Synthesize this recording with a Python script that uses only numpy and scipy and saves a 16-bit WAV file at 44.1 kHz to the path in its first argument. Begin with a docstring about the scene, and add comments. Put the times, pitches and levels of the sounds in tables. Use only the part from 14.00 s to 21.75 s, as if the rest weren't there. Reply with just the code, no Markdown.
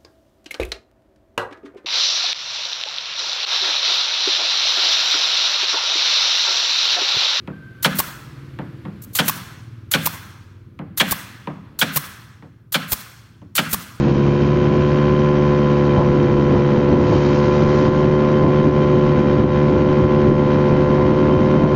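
"""Scooter ride at night

A small single-cylinder scooter runs at nearly steady high revs along a road, heard from the rider's seat.
Each firing sends one pulse through the exhaust, built from multiples of the firing rate.
Filtered noise makes the rest: intake and tyre hiss puffs in step with the engine and swells while a car
is overtaken, and wind buffets the microphone in gusts with a brighter edge."""
import sys
import numpy as np
from scipy import signal
from scipy.fft import rfft, irfft
from scipy.io import wavfile

SR = 44100
rng = np.random.default_rng(int(sys.argv[2]) if len(sys.argv) > 2 else 0)


def voltage_ratio(decibels):
    """Convert decibels (scalar or array-like) to amplitude ratios, 20 dB per decade."""
    exponent = np.asarray(decibels, float) / 20
    return 10 ** exponent


def wrap_up_sound(samples):
    """Save the sound to the file named by the first command line argument, as 16-bit audio."""
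    columns = np.atleast_2d(samples).T
    # keep every value between -1 and 1, then stretch to whole-number steps
    tamed = np.clip(columns, -1, 1)
    steps = np.round(tamed * 32767).astype(np.int16)
    wavfile.write(sys.argv[1], SR, steps)


N = 341775   # length in samples
CYCLE = 1024   # points in the stored wave of one firing


def rms_one(x):
    """Scales a signal to an rms (average strength) of 1."""
    return x / np.sqrt(np.mean(x ** 2) + 1e-20)


def in_time(rows):
    """Draws straight lines between table rows; gives each column after the time, sample by sample."""
    seconds, *columns = np.transpose(rows)
    return [np.interp(np.arange(N) / SR, seconds, column) for column in columns]


def drift(rate):
    """Slow random wandering of rms 1 that changes about rate times a second."""
    hop = 40   # samples between the points of the slow noise
    settle = 2000   # points thrown away while the filter settles
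    pole = np.exp(-2 * np.pi * rate * hop / SR)
    noise = rng.standard_normal(N // hop + 2 + settle)
    slow = signal.lfilter([1], [1, -2 * pole, pole * pole], noise)[settle:]
    return np.interp(np.arange(N) / hop, np.arange(len(slow)), rms_one(slow))


def coloured(spectrum):
    """Noise of rms 1, filtered to the given spectrum."""
    hz, level_db = np.transpose(spectrum)
    bins = np.fft.rfftfreq(N, 1 / SR) + 1e-3   # keeps the logarithm finite at 0 Hz
    shape_db = np.interp(np.log(bins), np.log(hz), level_db, right=-120)
    white = rng.standard_normal(N)
    return rms_one(irfft(rfft(white) * voltage_ratio(shape_db), N))


def firing_clock():
    """Counts firings by adding up the engine speed; firings come slightly early or late."""
    # Engine speed. Each row: time in seconds, firings per second.
    speed = [(0.0, 69.33), (0.25, 70.63), (0.5, 71.85), (1.0, 73.1), (1.2, 73.2), (2.3, 71.3),
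             (2.75, 71.52), (3.25, 72.06), (4.0, 73.7), (4.25, 73.64), (4.75, 73.34), (5.25, 72.63),
             (6.0, 73.25), (6.25, 73.03), (6.7, 72.85), (7.3, 73.75), (7.75, 73.87)]
    return np.cumsum(in_time(speed)[0]) / SR + 0.0015 * drift(20)


def firing_shape():
    """Spectrum of one firing, with the minimum phase of a pulse that rings out through a pipe."""
    # Tone colour of the exhaust. Each row: multiple of the firing rate, relative level in dB.
    exhaust_orders = [(1, -10), (2, 1.5), (3, -1), (4, -6), (5, 2), (6, -14), (7, -1.5), (8, -8),
                      (9, -22.5), (10, -24.5), (11, -18.5), (12, -15.5), (13, -19), (14, -13.5),
                      (15, -17.5), (16, -37.5), (17, -26), (18, -26.5), (19, -18.5), (20, -26.5),
                      (21, -23.5), (22, -31), (23, -26.5), (24, -31), (25, -39.5), (26, -26), (27, -32),
                      (28, -25), (29, -29), (30, -36.5), (31, -34.5), (32, -43), (33, -34.5), (34, -36.5),
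                      (35, -38.5), (36, -39.5), (37, -34), (38, -41.5), (39, -35), (40, -47.5), (41, -43),
                      (42, -39), (43, -41), (44, -39), (45, -40.5), (46, -43)]
    order, level_db = np.transpose(exhaust_orders)
    half = CYCLE // 2
    log_gain = np.log(voltage_ratio(np.interp(np.arange(half + 1), np.arange(1, len(order) + 1), level_db)))
    # Folding the cepstrum onto its first half puts the energy as early as possible.
    cepstrum = irfft(log_gain)
    cepstrum[1:half] *= 2
    cepstrum[half + 1:] = 0
    shape = np.exp(rfft(cepstrum))
    shape[0] = 0
    shape[len(order) + 1:] = 0
    return shape / np.sqrt(2 * np.sum(np.abs(shape) ** 2)) * CYCLE   # the wave gets rms 1


def exhaust(firings):
    """Repeats the pulse; throttle and rasp re-weight groups of orders, whose strengths also wander."""
    # Engine load. Each row: time in seconds, exhaust level in dB, throttle in dB, rasp in dB.
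    load = [(0.0, -13, -12.5, 6), (0.35, -14.5, -6, 13), (0.95, -14.5, -2.5, 13), (1.3, -14, -1, 6),
            (2.3, -13.5, -2, 3.5), (3.0, -14.5, -0.5, -1), (3.25, -12.5, -4.5, -2), (3.5, -14, 1.5, -0.5),
            (5.0, -13.5, -1, 2), (6.5, -13.5, 0, -1.5), (7.75, -15, 1, -3)]
    # Groups of orders (multiples of the firing rate) that leave the engine by different paths.
    # Each row: first order, last order, lag in firing periods.
    order_groups = [(1, 2, .165), (3, 4, .085), (5, 5, .647), (6, 6, .647), (7, 8, .647), (9, 12, .43),
                    (13, 13, .43), (14, 15, .43), (16, 19, .51), (20, 24, .51), (25, 29, .51),
                    (30, 46, .54)]
    # How each group responds. Each row: share of throttle, share of rasp, unevenness factor.
    group_traits = [(0.084, 0.16, 2), (0.24, 0.048, 0.7), (0.3, 0.034, 1.1), (0.35, 0.006, 1.1),
                    (0.6, -0.077, 0.81), (0.74, -.2, 1.5), (0.4, -1, 1.2), (0.8, 0.17, 2.3),
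                    (0.94, 0.0, 1.8), (.5, 0.22, 2.5), (0.91, 0.02, 1.9), (0.63, 0.51, 2)]
    uneven_db = 0.53   # wandering of a group whose unevenness factor is 1
    level_db, throttle_db, rasp_db = in_time(load)
    shape = firing_shape()
    order = np.arange(CYCLE // 2 + 1)
    out = 0
    for (first, last, lag), (lift, raspy, uneven) in zip(order_groups, group_traits):
        in_group = (order >= first) * (order <= last)
        cycle = irfft(shape * in_group, CYCLE)
        position = (firings - lag) % 1 * CYCLE
        wave = np.interp(position, np.arange(CYCLE), cycle, period=CYCLE)
        gain_db = lift * throttle_db + raspy * rasp_db + uneven * uneven_db * drift(33)
        out = out + wave * voltage_ratio(gain_db)
    return voltage_ratio(level_db) * out


def puffs(firings, lag, depth_db):
    """A gain that swells once a firing, lag firing periods after the pulse, by depth_db either way."""
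    return rms_one(voltage_ratio(depth_db * np.cos(2 * np.pi * (firings - lag))))


def alongside():
    """0 on the open road, 1 while the car is beside the rider."""
    start_s, rise_s, hold_s, fall_s = 2.99, 0.1, 0.7, 0.3
    corners = start_s + np.cumsum([0, rise_s, hold_s, fall_s])
    return np.interp(np.arange(N) / SR, corners, [0, 1, 1, 0])


def hiss(firings):
    """Air, tyre and valve noise puffs with each firing, the treble a little later; a passed car lifts it."""
    # Main part of the hiss. Each row: frequency in Hz, relative level per Hz in dB.
    body_spectrum = [(500, -4.5), (900, 4.5), (1250, 3.5), (1800, -0.5), (2500, -3.5), (3300, -8),
                     (4200, -13.5), (5500, -36)]
    # Upper part of the hiss. Each row: frequency in Hz, relative level per Hz in dB.
    treble_spectrum = [(2800, -19.5), (4000, 0.5), (5000, -1.5), (6000, -5), (7000, -11.5), (7400, -28)]
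    car = alongside()
    level_db = -35 + 2.5 * car + 0.76 * drift(24)
    sag_db_per_s = 0.27   # the treble slowly fades
    treble_db = -14.5 - sag_db_per_s * np.arange(N) / SR + 3.5 * car   # on top of level_db
    body = coloured(body_spectrum) * puffs(firings, lag=0.62, depth_db=1.0)
    body = body * voltage_ratio(0.4 * drift(5.2))   # slight flicker
    treble = coloured(treble_spectrum) * puffs(firings, lag=0.79, depth_db=2.0)
    return voltage_ratio(level_db) * (body + treble * voltage_ratio(treble_db))


def gusts():
    """Every gust swells and fades as the same bell curve, in dB."""
    # Gusts; a negative rise is a dip. Each row: time of the middle in seconds, rise of the buffeting in dB,
    # rise of the bright edge in dB.
    gust_rows = [(0.08, 2.5, 6), (0.28, 0, 3), (0.551, 2.5, -1.5), (0.75, 4.5, 5), (1.13, 3.5, 3.5),
                 (1.54, -3, 1), (2.0, 10, 15), (2.16, 4.5, 5), (2.28, 3.5, 2), (2.54, 5, 7),
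                 (2.781, 2.5, 4), (2.96, 6, 9.5), (3.13, 6.5, 10.5), (3.66, 5, 6.5), (3.88, 4.5, 5.5),
                 (4.101, 4, 4), (4.471, 5.5, 10), (4.679, 6.5, 0), (4.96, 4.5, 4), (5.22, 2, -5),
                 (5.431, 8, 9), (5.75, 5, 2), (6.03, 3.5, 1), (6.301, 7.5, 3), (6.749, 2, 4),
                 (7.02, 1.5, 8), (7.349, 2, 5), (7.639, 3.5, 9)]
    spread_s = 0.035   # standard deviation of the bell
    middle_s, *rises_db = np.transpose(gust_rows)
    steps = np.arange(0, N, 100) / SR
    bells = np.exp(-0.5 * ((steps[:, None] - middle_s) / spread_s) ** 2)
    return [np.interp(np.arange(N) / SR, steps, bells @ rise_db) for rise_db in rises_db]


def wind():
    """Low buffeting noise on the microphone, and the brighter edge that sharp gusts carry."""
    # Steady wind. Each row: time in seconds, buffeting level in dB.
    steady_wind = [(0.0, -20), (1.8, -23.5), (2.3, -20), (4.0, -20.5), (6.5, -19), (7.75, -16.5)]
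    # Low rumble of the wind. Each row: frequency in Hz, relative level per Hz in dB.
    buffet_spectrum = [(20, -10.5), (38, -20.5), (60, -7.5), (100, -0.5), (250, -1), (370, -2), (470, -11),
                       (700, -23.5), (1200, -42)]
    # Brighter wind noise. Each row: frequency in Hz, relative level per Hz in dB.
    edge_spectrum = [(300, -27), (450, -11), (600, 1.5), (800, -5), (1000, -4), (1300, -19), (2000, -42)]
    buffet_rise_db, edge_rise_db = gusts()
    buffet_db = in_time(steady_wind)[0] + buffet_rise_db + 0.97 * drift(13)
    edge_db = -37 + edge_rise_db + 0.57 * drift(23)   # -37 dB between gusts
    return voltage_ratio(buffet_db) * coloured(buffet_spectrum) + voltage_ratio(edge_db) * coloured(edge_spectrum)


def ringing_bands(x):
    """Peak filters make evenly spaced narrow bands stand out, whatever sound passes."""
    # Boost of each band in dB, from 1.5 spacings upward, one spacing apart.
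    band_lift_db = [5.65, 2.5, 4.7, 10.1, 7, 7, 7, 9, 8.9, 15]
    spacing_hz, width_hz = 689, 62
    damping = np.pi * width_hz / SR
    for k, lift_db in enumerate(band_lift_db):
        w = 2 * np.pi * (k + 1.5) * spacing_hz / SR
        gain = voltage_ratio(lift_db / 2)   # used above and below the line, so the peak gets the whole lift
        top = [1 + damping * gain, -2 * np.cos(w), 1 - damping * gain]
        bottom = [1 + damping / gain, -2 * np.cos(w), 1 - damping / gain]
        x = signal.lfilter(top, bottom, x)
    return x


def limiter(x, ceiling_db, release_db_per_s, attack_s):
    """Peaks over the ceiling pull the gain down; it recovers at a steady rate, smoothed by the attack."""
    ramp = release_db_per_s * np.arange(N) / SR
    over_db = np.maximum(20 * np.log10(np.abs(x) + 1e-9) - ceiling_db, 0)
    # With the ramp added, a running maximum falls back at the release rate.
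    held_db = np.maximum.accumulate(over_db + ramp, axis=-1) - ramp
    pole = np.exp(-1 / (attack_s * SR))
    return x * voltage_ratio(-signal.lfilter([1 - pole], [1, -pole], held_db))


def scene():
    """Engine, hiss and wind add up at one microphone."""
    firings = firing_clock()
    return (exhaust(firings) + hiss(firings) + wind())[None]


def low_pass(x):
    """Removes everything above the highest recorded frequency."""
    return signal.sosfilt(signal.butter(12, 7740, fs=SR, output="sos"), x)


def record(dry):
    """Narrow bands ring, a limiter tames the level, and a soft curve rounds the peaks."""
    ringing = ringing_bands(dry)
    limited = limiter(ringing, ceiling_db=-4.0, release_db_per_s=62.5, attack_s=0.0086)
    mix = 0.96 * np.tanh(limited / 0.95)
    return low_pass(mix)


dry = scene()
out = record(dry)
wrap_up_sound(out)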